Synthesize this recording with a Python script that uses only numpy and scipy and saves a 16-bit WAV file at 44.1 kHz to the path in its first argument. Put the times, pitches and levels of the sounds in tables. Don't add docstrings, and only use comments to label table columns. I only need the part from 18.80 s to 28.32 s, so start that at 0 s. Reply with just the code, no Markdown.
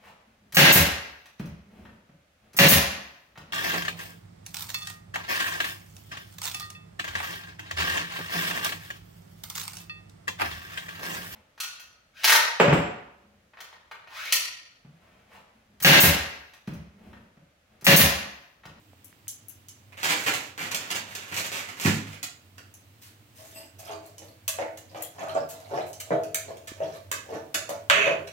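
import sys
import numpy as np
from scipy import signal
from scipy.fft import rfft, irfft
from scipy.io import wavfile

SR = 44100
rng = np.random.default_rng(int(sys.argv[2]) if len(sys.argv) > 2 else 0)


def wav_out(sig):
    wavfile.write(sys.argv[1], SR, np.round(np.clip(np.atleast_2d(sig).T, -1, 1) * 32767).astype(np.int16))


N = 419832
SIZE = 32768
T = np.arange(SIZE) / SR


def undb(db):
    return 10 ** (np.asarray(db) / 20)


def unit(x):
    return x / np.sqrt(np.sum(x ** 2) + 1e-18)


def at_hz(points, hz):
    f, value = np.transpose(points)
    return np.interp(np.log(hz + 1), np.log(f), value)


def colour(x, points):
    size = x.shape[-1]
    gain = undb(at_hz(points, np.fft.rfftfreq(size, 1 / SR)))
    cepstrum = irfft(np.log(gain), size)
    cepstrum[1:size // 2] *= 2
    cepstrum[size // 2 + 1:] = 0
    return irfft(rfft(x) * np.exp(rfft(cepstrum)), size)


def low_cut(x, hz):
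    return signal.sosfilt(signal.butter(2, hz, "high", fs=SR, output="sos"), x)


def drive(force, response):
    return irfft(rfft(force, 2 * SIZE) * rfft(response, 2 * SIZE))[..., :SIZE]


def ring(modes, scatter_db, detune=0):
    t, out = T.astype(np.float32), 0
    draws = rng.standard_normal((len(modes), 3))
    for (hz, db, t60), (weight, shift, sign) in zip(modes, draws):
        fade = np.exp(-np.minimum(float(np.log(1000) / t60) * t, 20))
        wave = np.sin(float(2 * np.pi * hz * (1 + detune * shift)) * t)
        amplitude = float(np.sign(sign) * undb(db + scatter_db * weight))
        out = out + amplitude * fade * wave
    return unit(out)


def clicks(length, rate, scatter_db, first=0, rise=0):
    levels_db = scatter_db * np.minimum(rng.exponential(size=SIZE), np.pi)
    sizes = undb(levels_db) * rng.choice([-1, 1], SIZE)
    progress = T / max(length, 1 / SR)
    gate = np.exp(-progress ** 4) * np.minimum(progress / max(rise, 1e-6), 1)
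    hits = rng.random(SIZE) < rate / SR
    share = np.clip(first, 0, 1)
    train = np.sqrt(1 - share) * unit(sizes * hits * gate)
    train[0] += np.sqrt(share)
    return train


def bubbles(length, low_hz, high_hz, cycles, count):
    out, t = np.zeros(2 * SIZE), T[:SIZE // 32]
    for when, pitch, size in rng.random((count, 3)):
        hz = low_hz * (high_hz / low_hz) ** pitch
        age = t * hz / cycles
        glide = 1 + .1 * np.tanh(age / 2)
        start = int(when * min(length, T[-1]) * SR)
        out[start:start + len(t)] += size ** 2 * np.exp(-age) * np.sin(2 * np.pi * hz * t * glide)
    return unit(out[:SIZE])


PORT_GAP_M, SOUND_SPEED_M_PER_S = 0.18, 343


def diffuse(size):
    likeness = np.sinc(2 * np.fft.rfftfreq(size, 1 / SR) * PORT_GAP_M / SOUND_SPEED_M_PER_S)
    mid, side = rfft(rng.standard_normal((2, size)))
    mid = mid * np.sqrt(1 + likeness)
    side = side * np.sqrt(1 - likeness)
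    return irfft(np.array([mid + side, mid - side]), size) / np.sqrt(2)


# (f/Hz, t60/s)
ROOM_T60 = [(100, 0.66), (500, 0.47), (1500, 0.43), (3500, 0.37), (7000, 0.34), (15000, 0.19)]
DIRECT_DB, CEILING_DB, CEILING_S = -3.5, -9, 0.011
PORT_LAG_S, TAIL_ONSET_S = .00032, 0.00043


def room():
    hz, s, cells = signal.stft(diffuse(SIZE), SR)
    fade = undb(-60 * s / at_hz(ROOM_T60, hz)[:, None])
    tail = signal.istft(cells * fade, SR)[1][:, :SIZE] * (1 - np.exp(-T / TAIL_ONSET_S))
    response = np.sqrt(2) * unit(tail)
    response[0, 0] += undb(DIRECT_DB)
    response[1, int(PORT_LAG_S * SR)] += undb(DIRECT_DB)
    response[:, int(CEILING_S * SR)] += undb(CEILING_DB)
    return response


def band_levels(db, balance_db, brightness_db=0, tilt=0):
    return db + np.array(balance_db) + brightness_db * np.array(tilt)


# (from f/Hz, to f/Hz)
BANDS = [(250, 900), (900, 3500), (3500, 9000), (9000, 16000)]
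BAND_FILTERS = [signal.butter(4, band, "band", fs=SR, output="sos") for band in BANDS]


def voiced(x, length, levels_db):
    count = len(levels_db)
    centres = np.sqrt(np.prod(BANDS, axis=1))[-count:]
    body = int((length + .03) * SR)
    x = x * np.minimum(10 * (1 - T / T[-1]), 1)
    for _ in range(2):
        mono = x.mean(axis=0)[:body]
        rms = np.array([np.std(signal.sosfilt(sos, mono)) for sos in BAND_FILTERS[-count:]])
        now_db = 20 * np.log10(rms + 1e-12)
        x = colour(x, np.column_stack([centres, np.subtract(levels_db, now_db)]))
    return x


# (f/Hz, relative level/dB)
HISS_SPECTRUM = [(18, -74), (30, -39), (70, -34), (81, 5.5), (100, 7.5), (170, -10), (311, -8.5),
                 (384, -17), (600, -18), (1430, -20.5), (2980, -21), (6210, -31.5), (8520, -29.5),
                 (9460, -41), (16000, -27.5)]
HISS_DB, DRONE_DB, DRONE_RISE_DB_PER_S = -60, -60, 0.63


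def background():
    hiss = low_cut(colour(diffuse(N), HISS_SPECTRUM), hz=165)
    drone_spectrum = [(25, -47), (50, -23.0), (75, -22.0), (97, 3.0), (108, -3), (135, -20.0), (300, -37.5)]
    drone = colour(diffuse(N), drone_spectrum)
    drone_db = DRONE_DB + DRONE_RISE_DB_PER_S * np.arange(N) / SR
    hiss = undb(HISS_DB) * hiss / np.std(hiss.mean(axis=0))
    return hiss + undb(drone_db) * drone / np.std(drone)


# (t/s, f/Hz, amplitude before decay/dB)
TAPS = [(.133, 700, -41), (.328, 1870, -38.5), (.472, 2400, -39), (7.918, 320, -30.5)]


def taps():
    for s, hz, db in TAPS:
        tap = undb(db) * np.exp(-T * hz) * np.sin(2 * np.pi * hz * T)
        yield s, np.array([tap, tap])


# (t/s, level/dB, brightness/dB)
TICKS = [(.245, -64.5, 10.5), (.481, -41, 3.5), (.491, -51, 1), (.684, -64, 14.5), (.7, -56, 0),
         (.885, -48.5, 0.5), (3.94, -56.5, 3), (5.382, -47, -2.5), (7.131, -47, -1)]
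# (f/Hz, level/dB, t60/s)
TICK_MODES = [(2300, -9, .03), (2950, -2, .07), (3150, -5, .06), (5200, -6, .04), (5750, -2, .05),
              (6130, -2, .07), (6330, -2, .05), (7400, -6, .04), (8300, -7, .03), (10500, -4, .04),
              (11050, -4, .05), (12600, -7, .03), (14700, -7, .03)]
# (f/Hz, relative level/dB)
CONTACT = [(60, -19), (300, -35), (900, -4.5), (1700, 9), (2600, 8), (4000, 6.5), (5200, 4), (6700, 8.5),
           (9400, -2), (12000, -2.5), (16000, -6.5)]
# (middle/dB, high/dB, top/dB) re event level
TICK_BALANCE_DB = (-14, -2, -5)
# (low, middle, high, top), dB per dB brightness
CONTACT_TILT = (-0.5, -0.68, 0.46, 1.6)


def ticks(paths):
    for k, (s, db, brightness_db) in enumerate(TICKS):
        click = unit(colour(1. * (T == 0), CONTACT))
        sound = click + ring(TICK_MODES, scatter_db=2)
        levels_db = band_levels(db, TICK_BALANCE_DB, brightness_db, CONTACT_TILT[1:])
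        yield s, voiced(drive(sound, paths[k % len(paths)]), 0, levels_db)


# (t/s, length/s, level/dB, brightness/dB)
CRUMPLES = [(1.123, 0.017, -54.5, -12), (1.172, 0.027, -47, -6.5), (1.231, 0.05, -32, 0),
            (1.287, 0.051, -29.5, -1.5), (1.365, 0.25, -43, 1.5), (1.464, 0.041, -28, -6),
            (1.535, 0.021, -37, 1.5), (1.778, 0.094, -38, -5), (1.912, 0.016, -39, 1.5),
            (1.946, .005, -38.5, 8.5), (2.02, 0.2, -49, -5.5), (2.104, 0.017, -36.5, 2),
            (2.15, 0.017, -38, 2), (2.351, 0.01, -45.5, 7.5), (2.48, 0.023, -54, 0),
            (2.516, 0.022, -41, -7), (2.543, 0.069, -37.5, 3.5), (2.635, 0.054, -42, 2),
            (2.718, .1, -39.5, 0), (2.885, 0.023, -46, -4), (2.999, 0.16, -41, 4.5),
            (3.049, 0.045, -28.5, -5.5), (3.17, 0.069, -51.5, -5), (3.429, 0.012, -44.5, 9.5),
            (3.78, 0.0033, -53, -1.5)]
# (from t/s, to t/s)
HANDLINGS = [(1.2, 1.65), (1.97, 3.32)]
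# (f/Hz, relative level/dB)
PLASTIC = [(50, -33), (110, -3), (500, 0.5), (800, -2), (1500, 0), (2450, 1), (3200, -4.5), (5000, -10.5),
           (7000, -13.5), (9400, -29.5), (12000, -31), (16000, -36)]
# (low/dB, middle/dB, high/dB, top/dB) re event level
PLASTIC_BALANCE_DB = (-8, 1, -2, -8)
# (low, middle, high, top), dB per dB brightness
CREASE_TILT = (0.049, 0.086, 0.86, 0.94)
RUSTLE_STEP_S, RUSTLE_DB, RUSTLE_SCATTER_DB, RUSTLE_BRIGHTNESS_DB = .1, -54, 6.5, -3


def bag(paths):
    rustles = []
    for start, end in HANDLINGS:
        for s in np.arange(start, end, RUSTLE_STEP_S):
            db = RUSTLE_DB + RUSTLE_SCATTER_DB * rng.standard_normal()
            rustles.append((s, RUSTLE_STEP_S, db, RUSTLE_BRIGHTNESS_DB))
    for k, (s, length, db, brightness_db) in enumerate(CRUMPLES + rustles):
        snaps = colour(clicks(length, rate=1100, scatter_db=4, first=0.078, rise=0.034), PLASTIC)
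        levels_db = band_levels(db, PLASTIC_BALANCE_DB, brightness_db, CREASE_TILT)
        yield s, voiced(drive(snaps, paths[k % len(paths)]), length, levels_db)


# (t/s, level/dB)
THUDS = [(3.052, -21), (3.079, -22)]
# (f/Hz, level/dB before low cuts, t60/s)
THUD_MODES = [(102, -7, .3), (160, 1, .18), (202, 1, .13), (268, -4, .12), (318, -5, .12), (410, -9, .08)]


def thuds(paths):
    for s, db in THUDS:
        surface = low_cut(low_cut(ring(THUD_MODES, scatter_db=0), hz=75), hz=75)
        path = undb(-4) * paths[0] + (T == 0)
        boom = low_cut(drive(surface, path), hz=70)
        yield s, undb(db) * boom / np.std(boom[:, :SR // 20])


# (t/s, length/s, level/dB)
BRUSHES = [(4.2, 0.099, -60.5), (4.53, 0.26, -62)]
# (low/dB, middle/dB, high/dB, top/dB) re event level
SKIN_BALANCE_DB = (-18, -1.5, 0.5, 0.5)


def brushes(paths):
    for k, (s, length, db) in enumerate(BRUSHES):
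        rubbing = low_cut(clicks(length, rate=3000, scatter_db=12, rise=0.12), hz=250)
        yield s, voiced(drive(rubbing, paths[k % len(paths)]), length, band_levels(db, SKIN_BALANCE_DB))


# (t/s, length/s, level/dB)
SLIDES = [(4.732, 0.054, -46)]
# (f/Hz, level/dB, t60/s)
WALL_MODES = [(2750, 2, 0.063), (4920, -6, 0.14), (8000, 3, 0.14), (9000, -9, 0.17), (11900, -1, 0.22),
              (13000, -7, .25)]


def slides(paths):
    for s, length, db in SLIDES:
        rubbing = clicks(length, rate=2700, scatter_db=4, rise=0.37)
        singing = drive(drive(rubbing, ring(WALL_MODES, scatter_db=0)), paths[0])
        yield s, undb(db) * singing / np.std(singing[:, :int(length * SR)])


# (t/s, length/s, level/dB, brightness/dB)
CLINKS = [(4.987, 0.023, -55.5, 2.5), (5.262, 0.0045, -68, 8), (5.679, 0.0045, -33, 2),
          (5.973, 0.0073, -52.5, 1), (6.223, 0.0032, -50.5, 9.5), (6.687, 0.04, -52, 3.5),
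          (7.06, 0.043, -64, 5.5), (7.2, 0.01, -43.5, 0.5), (7.435, 0.0032, -53, 0),
          (7.545, .004, -33, 1.5), (7.77, 0.0038, -58, -1.5), (7.873, 0.013, -46, -2.5),
          (8.315, 0.0028, -34, -1.5), (8.743, 0.0097, -30.5, -1.5), (8.892, 0.0075, -46, 1.5),
          (9.099, 0.0011, -21.5, -9.5), (9.473, 0.0064, -49.5, -5)]
# (f/Hz, level/dB before scatter, t60/s)
STEEL_MODES = [(572, -8, .16), (646, -3, .18), (1168, -10, .05), (1370, -15, .04), (1771, -5, .16),
               (1857, -8, .08), (2143, -9, .08), (2293, -8, .15), (2471, -4, .16), (2568, -2, .22),
               (2681, -5, .16), (3144, -9, .12), (3445, -9, .08), (4700, -6, .06), (5959, -4, .07),
               (6400, -3, .06), (6767, -3, .06), (7300, -4, .06), (8500, -6, .05), (10900, -7, .06)]
# (low/dB, middle/dB, high/dB, top/dB) re event level
STEEL_BALANCE_DB = (-11, -3, -0.5, -3)


def clinks(paths):
    for k, (s, length, db, brightness_db) in enumerate(CLINKS):
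        first = 0.3 * np.exp(-length / 0.0088)
        force = clicks(length, rate=8000, scatter_db=3.0, first=first, rise=0.1)
        steel = ring(STEEL_MODES, scatter_db=3, detune=.003)
        sound = unit(colour(force, CONTACT)) + undb(-12) * unit(drive(force, steel))
        levels_db = band_levels(db, STEEL_BALANCE_DB, brightness_db, CONTACT_TILT)
        yield s, voiced(drive(low_cut(sound, hz=198), paths[k % len(paths)]), length, levels_db)


# (t/s, length/s, level/dB)
JUDDERS = [(9.115, .12, -28), (9.215, 0.089, -31)]
# (f/Hz, relative level/dB)
RIM = [(80, -36), (400, -51), (1000, -3), (1800, 4), (2550, 6), (3200, -3), (3900, -17.5), (4700, -21),
       (5150, -47), (5700, -22.5), (6800, -16.5), (8200, -39), (10500, -29), (16000, -38)]
# (low/dB, middle/dB, high/dB, top/dB) re event level
JUDDER_BALANCE_DB = (-6.5, 2, -10, -29)


def judders(paths):
    for k, (s, length, db) in enumerate(JUDDERS):
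        force = clicks(length, rate=970, scatter_db=2.5, first=0.0096)
        slips = colour(force, RIM)
        steel = unit(drive(slips, ring(STEEL_MODES, scatter_db=1)))
        hollow = unit(drive(force, ring(HOLLOW_MODES, scatter_db=1)))
        sound = low_cut(unit(slips) + undb(-10) * steel + undb(-9.5) * hollow, hz=148)
        levels_db = band_levels(db, JUDDER_BALANCE_DB)
        yield s, voiced(drive(sound, paths[k % len(paths)]), length, levels_db)


# (f/Hz, level/dB before scatter, t60/s)
HOLLOW_MODES = [(317, -10, .24), (408, -9, .22), (458, -11, .18), (572, -6, .18), (596, -6, .12),
                (649, -1, .2), (690, -6, .15), (754, -13, .15), (868, -11, .15), (1080, -17, .06),
                (1750, -21, .06), (2340, -23, .04)]
# (f/Hz, relative level/dB)
MASH = [(60, -19), (150, 26), (260, -29.5), (380, -16), (640, 8.5), (950, -11.5), (2000, -12.5),
        (4000, -36.5), (16000, -77)]
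WET = [(100, -14), (700, 13), (1300, 7), (2400, 9), (3500, 2), (6500, -5), (9400, -5), (12000, 1.5),
       (16000, -20)]


def squelch(length, first, pocket_hz):
    pops = clicks(length, rate=540, scatter_db=6, first=first, rise=0.29)
    hollow = ring(HOLLOW_MODES, scatter_db=3, detune=.004)
    pocket = ring([(pocket_hz, 0, .025)], scatter_db=0)
    pulp = unit(colour(1. * (T == 0), MASH))
    body = low_cut(undb(-2) * hollow + pocket + undb(-2) * pulp, hz=280)
    gulps = bubbles(length, low_hz=0.642 * pocket_hz, high_hz=2.25 * pocket_hz, cycles=5.2, count=7)
    crackle = colour(clicks(length + .015, rate=350, scatter_db=7, rise=.3), WET)
    fizz = bubbles(length + .03, low_hz=1100, high_hz=7500, cycles=6, count=12)
    wet = undb(-26.0) * unit(crackle) + undb(-23) * fizz
    return unit(drive(pops, body)) + undb(-11.5) * low_cut(gulps, hz=260) + wet


# (t/s, length/s, first pop's energy share/0-1, air pocket f/Hz, level/dB, wet crackle/dB)
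PRESSES = [(4.63, 0.088, 0.7, 657, -62, -1.5), (4.76, 0.075, 0.3, 316, -52, 0),
           (5.03, .07, 0.2, 654, -54, 5), (5.095, .029, 0.57, 680, -40.5, 1.5),
           (5.263, .019, 0.8, 650, -55.5, -9), (5.42, .07, 0.74, 566, -56.5, -2.5),
           (5.787, .038, 0.62, 538, -32, 2), (6.147, .062, 0.5, 585, -42, 2),
           (6.384, .045, 0.28, 677, -38, 2.5), (6.43, .12, 0.34, 643, -39, 2.5),
           (6.552, 0.023, 0.43, 656, -25.5, -2), (6.75, 0.12, 0.16, 650, -52, -3),
           (6.904, .026, .02, 707, -34.5, -6.5), (6.936, .014, 0.5, 684, -34.5, 2.5),
           (6.975, .033, 0.72, 595, -32.5, 1), (7.306, 0.017, 0.73, 654, -23.5, -2),
           (7.683, .026, 0.86, 469, -40.5, -4), (8.003, .03, 0.55, 508, -29, -3),
           (8.075, 0.035, 0.3, 556, -46, -7), (8.12, .03, 0, 563, -51, 1.5),
           (8.488, .038, 0.13, 477, -38, -9.5), (8.525, .032, 0.16, 477, -39, 1),
           (8.892, .03, 0.76, 606, -34.5, -1), (9.266, .02, 0.98, 568, -25.5, -0.5),
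           (9.291, .036, 0.98, 545, -29, -3)]
PRESS_DB, PRESS_BANDS_DB = -35, (-35.5, -43.5, -56.5, -68)
PRESS_GROWTH, WET_TILT = (1, 0.76, 0.19, -0.18), (0, 1, 1, 1)
YIELD_S, YIELD_BANDS_DB = .055, (-56.5, -65, -65.5, -75)


def presses(paths):
    for k, (s, length, first, pocket_hz, db, wet_db) in enumerate(PRESSES):
        path = paths[k % len(paths)]
        effort_db = (db - PRESS_DB) * np.array(PRESS_GROWTH)
        levels_db = np.array(PRESS_BANDS_DB) + effort_db + wet_db * np.array(WET_TILT)
        giving = squelch(YIELD_S, 0, pocket_hz)
        yield s - YIELD_S, voiced(drive(giving, path), YIELD_S, YIELD_BANDS_DB)
        pressed = low_cut(squelch(length, first, pocket_hz), hz=173)
        yield s, voiced(drive(pressed, path), length, levels_db)


def add(out, s, x):
    start = int(s * SR)
    out[:, start:start + SIZE] += x[:, :N - start]


def scene():
    paths = [room() for _ in range(8)]
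    out = background()
    sources = (taps(), ticks(paths), bag(paths), thuds(paths), brushes(paths), slides(paths),
               clinks(paths), judders(paths), presses(paths))
    for source in sources:
        for s, sound in source:
            add(out, s, sound)
    return out


# (f/Hz, left minus right level/dB)
PORTS = [(100, -3), (550, 1), (1300, -3.5), (2500, -5.5), (4500, -4), (6500, -8), (8300, -2.5), (9400, 5),
         (10500, 13), (12300, 17), (15500, 13.5)]
TOP_HZ = 15850


def record(dry):
    hz, tilt_db = np.transpose(PORTS)
    mean_db = 10 * np.log10((1 + undb(tilt_db) ** 2) / 2)
    left = colour(dry[0], np.column_stack([hz, tilt_db - mean_db]))
    right = colour(dry[1], np.column_stack([hz, -mean_db]))
    top_cut = signal.ellip(10, .2, 80, TOP_HZ, fs=SR, output="sos")
    return signal.sosfilt(top_cut, np.tanh([left, right]))


dry = scene()
out = record(dry)
wav_out(out)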